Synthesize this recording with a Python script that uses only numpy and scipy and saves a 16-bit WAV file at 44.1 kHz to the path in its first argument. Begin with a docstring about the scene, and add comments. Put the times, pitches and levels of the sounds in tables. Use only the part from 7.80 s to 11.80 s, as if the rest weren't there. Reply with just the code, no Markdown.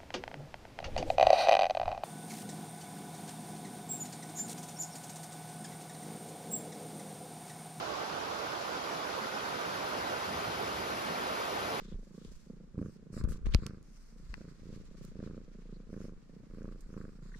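"""A forest river rushes from the start, a churning roar with ringing bubbles and ticking spray on top.
As the listener turns from the slope toward the water, the rush brightens and slides from the right
to the centre. Halfway through, a bicycle rolls onto a footbridge: the tyres set the deck rumbling
and thud faintly on single planks while the river runs on."""
import sys
import numpy as np
from scipy import signal
from scipy.io import wavfile
from scipy.ndimage import uniform_filter1d

SR = 44100
rng = np.random.default_rng(int(sys.argv[2]) if len(sys.argv) > 2 else 0)


def wrap_up_sound(samples):
    """Save the sound to the file named by the first command line argument, as 16-bit audio."""
    columns = np.atleast_2d(samples).T
    # keep every value between -1 and 1, then stretch to whole-number steps
    tamed = np.clip(columns, -1, 1)
    steps = np.round(tamed * 32767).astype(np.int16)
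    wavfile.write(sys.argv[1], SR, steps)


N = 176400

# Tone of the rushing water. Each row: frequency in Hz, relative level in dB.
RUSH_TONE = [(20, -41), (32, -25), (50, -14), (100, -13), (190, -6.5), (255, -7), (320, -4), (400, -2.7),
             (650, -.9), (1100, -3.4), (1400, -3.5), (1590, -4), (1670, -10.5), (2500, -13), (5000, -17),
             (7200, -25), (10000, -28.5), (12200, -31.5), (13600, -36), (15000, -52), (15700, -50)]
# Stereo image at the two microphone ports. Each row: frequency in Hz, left minus right in dB,
# likeness of the two sides from 0 to 1, phase lead of the left in radians.
STEREO_IMAGE = [(60.0, -0.6, 0.65, -0.09), (170.0, -2.4, 0.91, -0.28), (300.0, -4.9, 0.7, -0.7),
                (550.0, -3.9, 0.49, -1.79), (1000.0, -3.9, 0.4, -1.91), (1350.0, -4.4, 0.58, -2.25),
                (1600.0, -4.6, 0.66, -2.61), (1780.0, 4.9, 0.52, -5.48), (2400.0, 1.0, 0.41, -5.52),
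                (3200.0, 1.9, 0.32, -5.1), (3800.0, 3.1, 0.23, -5.46), (4700.0, 4.5, 0.35, -5.75),
                (5500.0, 3.4, 0.2, -6.65), (6500.0, 1.4, 0.38, -7.53), (8400.0, -0.0, 1.0, -9.42),
                (10000.0, -0.2, 0.88, -10.98), (12000.0, 0.0, 1.0, -12.57), (13700.0, -0.0, 0.6, -14.04),
                (15200.0, 0.0, 0.99, -15.71)]
# The listener's turn. Each row: time in seconds, heading (-1 faces the slope, 1 faces the river).
HEADING = [(0, -1.4), (.8, -0.76), (1.8, -0.098), (2.15, 0.24), (3.2, 0.78), (3.8, 1.0), (4, 1)]
# What one unit of heading adds. Each row: frequency in Hz, left gain in dB, right gain in dB, likeness.
TURN_COLOUR = [(80, .6, .4, 0.0027), (220, 1.5, 1.5, 0), (500, 2.6, 0.5, 0.22), (1060, 2, -0.7, 0.1),
               (2150, 2.0, 1.7, 0.19), (5000, 0.5, .4, 0.085), (6260, 0, 0.5, 0.19), (9000, 3, 1, 0),
               (15000, 3, 4, 0.033)]
# Fader ride on the river's bass. 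Each row: time in seconds, gain in dB.
BASS_RIDE = [(0, 2), (.55, 2.5), (.75, -1.5), (1.1, -3), (1.4, -2), (2, -0.5), (4, 1)]
# Fader ride on the roar, which opens up beside the bridge. Each row: time in seconds, gain in dB.
ROAR_RIDE = [(0, 1), (.3, 0.8), (.5, -.1), (1.35, -.1), (1.65, -1.8), (2.1, 1.1), (2.55, -0.7),
             (2.85, -0.5), (3.35, -0.5), (3.6, 0), (3.85, 1), (4, 1)]
# Fader ride on the roar's bright upper edge. Each row: time in seconds, gain in dB.
WASH_RIDE = [(0, -2), (.3, 0), (1.1, -1.1), (1.55, 2), (1.95, 1), (2.3, 0.5), (3, -0.5), (3.55, 1),
             (4, -1.2)]
# Tone of the bridge deck. Each row: frequency in Hz, relative level in dB.
DECK_TONE = [(25, -40), (50, -12), (90, -2), (130, -3), (200, -4.5), (300, -16), (600, -29), (2000, -67)]
# Rumble of the tyres on the deck. Each row: time in seconds, level in dB.
TYRE_RIDE = [(2.0, -75), (2.18, -53), (2.4, -56), (2.6, -51), (2.8, -51.5), (3.12, -54), (3.25, -62),
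             (3.7, -61), (3.95, -51.5)]
# Wheels knocking on planks. Each row: start in seconds, level in dB before the fade-in, pitch in Hz.
PLANK_KNOCKS = [(2.14, -41.5, 108), (2.5, -38, 205), (2.55, -42, 92), (2.68, -44, 164), (3.09, -43, 85),
                (3.285, -39, 167)]

WINDOW, HOP = 1024, 256  # samples
BIN_HZ = np.fft.rfftfreq(WINDOW, 1 / SR)
FRAME_S = np.arange(N // HOP + 2) * HOP / SR


def amp(db):
    """Decibels to gain."""
    return 10 ** (np.asarray(db) / 20)


def unit(x):
    """Scales to rms 1."""
    return x / np.sqrt(np.mean(x ** 2) + 1e-20)


def eq_curves(table):
    """Spreads each column of a frequency table over the bins."""
    hz, *columns = np.transpose(table)
    return [np.interp(np.log(BIN_HZ + 1), np.log(hz), column) for column in columns]


def white_spectra():
    """Short-time spectra of white noise, frames by bins."""
    shape = len(FRAME_S), len(BIN_HZ)
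    return rng.standard_normal(shape) + 1j * rng.standard_normal(shape)


def waveform(spectra):
    """Turns short-time spectra into sound."""
    return signal.istft(np.swapaxes(spectra, -1, -2), nperseg=WINDOW, noverlap=WINDOW - HOP)[1][..., :N]


def wobble(frames, bins):
    """A random modulator, smoothed over frames and bins, with its slowest wander taken out."""
    field = uniform_filter1d(white_spectra().real, frames, axis=0)
    field = uniform_filter1d(field, bins, axis=1, mode="wrap")
    return unit(field - uniform_filter1d(field, size=29, axis=0))


def swell(ride, centre_hz, width_octaves):
    """A bell EQ in dB whose gain follows a fader ride."""
    gain_db = np.interp(FRAME_S, *np.transpose(ride))[:, None]
    return gain_db * np.exp(-(np.log2((BIN_HZ + 1) / centre_hz) / width_octaves) ** 2 / 2)


def river(level_db=-36.5, fizz_edge_hz=11000):
    """Churning water: a wide bed of noise and spray that flickers and slowly swells."""
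    patches_db = 1.15 * wobble(frames=9, bins=7)
    flicker_db = 0.11 * wobble(frames=9, bins=160)
    # The finest spray comes in quick spurts.
    fizz_db = 0.7 * wobble(frames=6, bins=len(BIN_HZ)) / (1 + (fizz_edge_hz / (BIN_HZ + 1)) ** 4)
    swell_db = (swell(BASS_RIDE, centre_hz=75, width_octaves=0.47)
                + swell(ROAR_RIDE, centre_hz=640, width_octaves=0.59)
                + swell(WASH_RIDE, centre_hz=1450, width_octaves=0.25))
    tone_db = eq_curves(RUSH_TONE)[0] + patches_db + flicker_db + fizz_db + swell_db
    layers = [white_spectra() + spray() for _ in range(3)]
    return amp(level_db) * unit(waveform(turn_to_water(*layers) * amp(tone_db)))


def turn_to_water(shared, left_only, right_only):
    """Two microphone ports swing toward the river, so its image brightens, narrows and centres."""
    heading = np.interp(FRAME_S, *np.transpose(HEADING))[:, None]
    balance_db, base_likeness, lead = eq_curves(STEREO_IMAGE)
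    left_db, right_db, added_likeness = eq_curves(TURN_COLOUR)
    likeness = np.clip(base_likeness + added_likeness * heading, 0, 1)
    common, apart = np.sqrt(likeness) * shared, np.sqrt(1 - likeness)
    left = (common + apart * left_only) * amp(left_db * heading + balance_db / 2) * np.exp(1j * lead)
    right = (common + apart * right_only) * amp(right_db * heading - balance_db / 2)
    balance_power = amp(balance_db) + amp(-balance_db)
    return np.array([left, right]) / np.sqrt(balance_power)


def impulses(per_s, spread_db):
    """Randomly timed triggers, mostly soft with a few accents."""
    hits = rng.random(N) < per_s / SR
    return hits * amp(spread_db * np.minimum(rng.exponential(1, N), 3))


def spray(gain_db=-14, low_cut_hz=2500):
    """Tiny droplets tick, mostly in the treble; gives short-time spectra."""
    ticks = rng.standard_normal(N) * impulses(per_s=900, spread_db=2.5)
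    spectra = signal.stft(ticks, nperseg=WINDOW, noverlap=WINDOW - HOP)[2].T[:len(FRAME_S)]
    return amp(gain_db) * spectra / spectra.std() * BIN_HZ / (BIN_HZ + low_cut_hz)


def bubbles(level_db=-48.5, per_s=260, sizes=60, low_hz=380, high_hz=1441, decay_cycles=12):
    """Air pockets of many sizes ring briefly and chirp upward; they reach the right port first."""
    out = np.zeros((2, N))
    for hz in np.geomspace(low_hz, high_hz, sizes):
        age = np.arange(0, 4, hz / decay_cycles / SR)  # in decay times
        cycles = decay_cycles * (age + 0.05 * age ** 2 / 2)  # pitch climbs 5% per decay time
        envelope = (1 - np.exp(-8 * age)) * np.exp(-age)
        ring = envelope * np.sin(2 * np.pi * cycles)
        births = impulses(per_s / sizes, spread_db=4.3)
        right = np.sqrt(hz) * signal.oaconvolve(births, ring)[:N]  # equal energy for every size
        delay_s = rng.uniform(0.0001, 0.00061)
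        left = amp(-7.5) * np.roll(right, round(delay_s * SR))
        out += [left, right]
    return amp(level_db) * unit(out)


def footbridge(pan_db=1):
    """Rolling tyres set the deck rumbling and knock on its planks, just right of centre."""
    rumble_db = np.interp(np.arange(N) / SR, *np.transpose(TYRE_RIDE))
    rumble = waveform(white_spectra() * amp(eq_curves(DECK_TONE)[0]))
    deck = unit(rumble) * amp(rumble_db)
    for start_s, level_db, hz in PLANK_KNOCKS:
        thud = amp(level_db) * plank_thud(hz)
        slot = deck[round(start_s * SR):][:len(thud)]
        slot += thud[:len(slot)]
    return deck * amp([[-pan_db], [pan_db]])


def plank_thud(hz, attack_s=0.018, t60_s=0.2, overtone_ratio=1.3, overtone_db=-5):
    """A plank struck by a wheel rings in two low tones, with a soft attack and a short tail."""
    t = np.arange(SR // 2) / SR
    phase = 2 * np.pi * hz * t
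    ring = np.sin(phase) + amp(overtone_db) * np.sin(overtone_ratio * phase)
    return ring * np.minimum(t / attack_s, 1) * amp(-60 * t / t60_s)


def scene():
    """The river bed of sound and its bubbles, with the bicycle tucked underneath."""
    return river() + bubbles() + footbridge()


def record(dry, low_cut_hz=41, high_cut_hz=15750):
    """Trims the sub-bass and shaves off the very top."""
    low_cut = signal.butter(4, low_cut_hz, "high", fs=SR, output="sos")
    high_cut = signal.firwin(511, high_cut_hz, window=("kaiser", 9), fs=SR)
    return signal.oaconvolve(signal.sosfilt(low_cut, dry), high_cut[None], "same")


dry = scene()
out = record(dry)
wrap_up_sound(out)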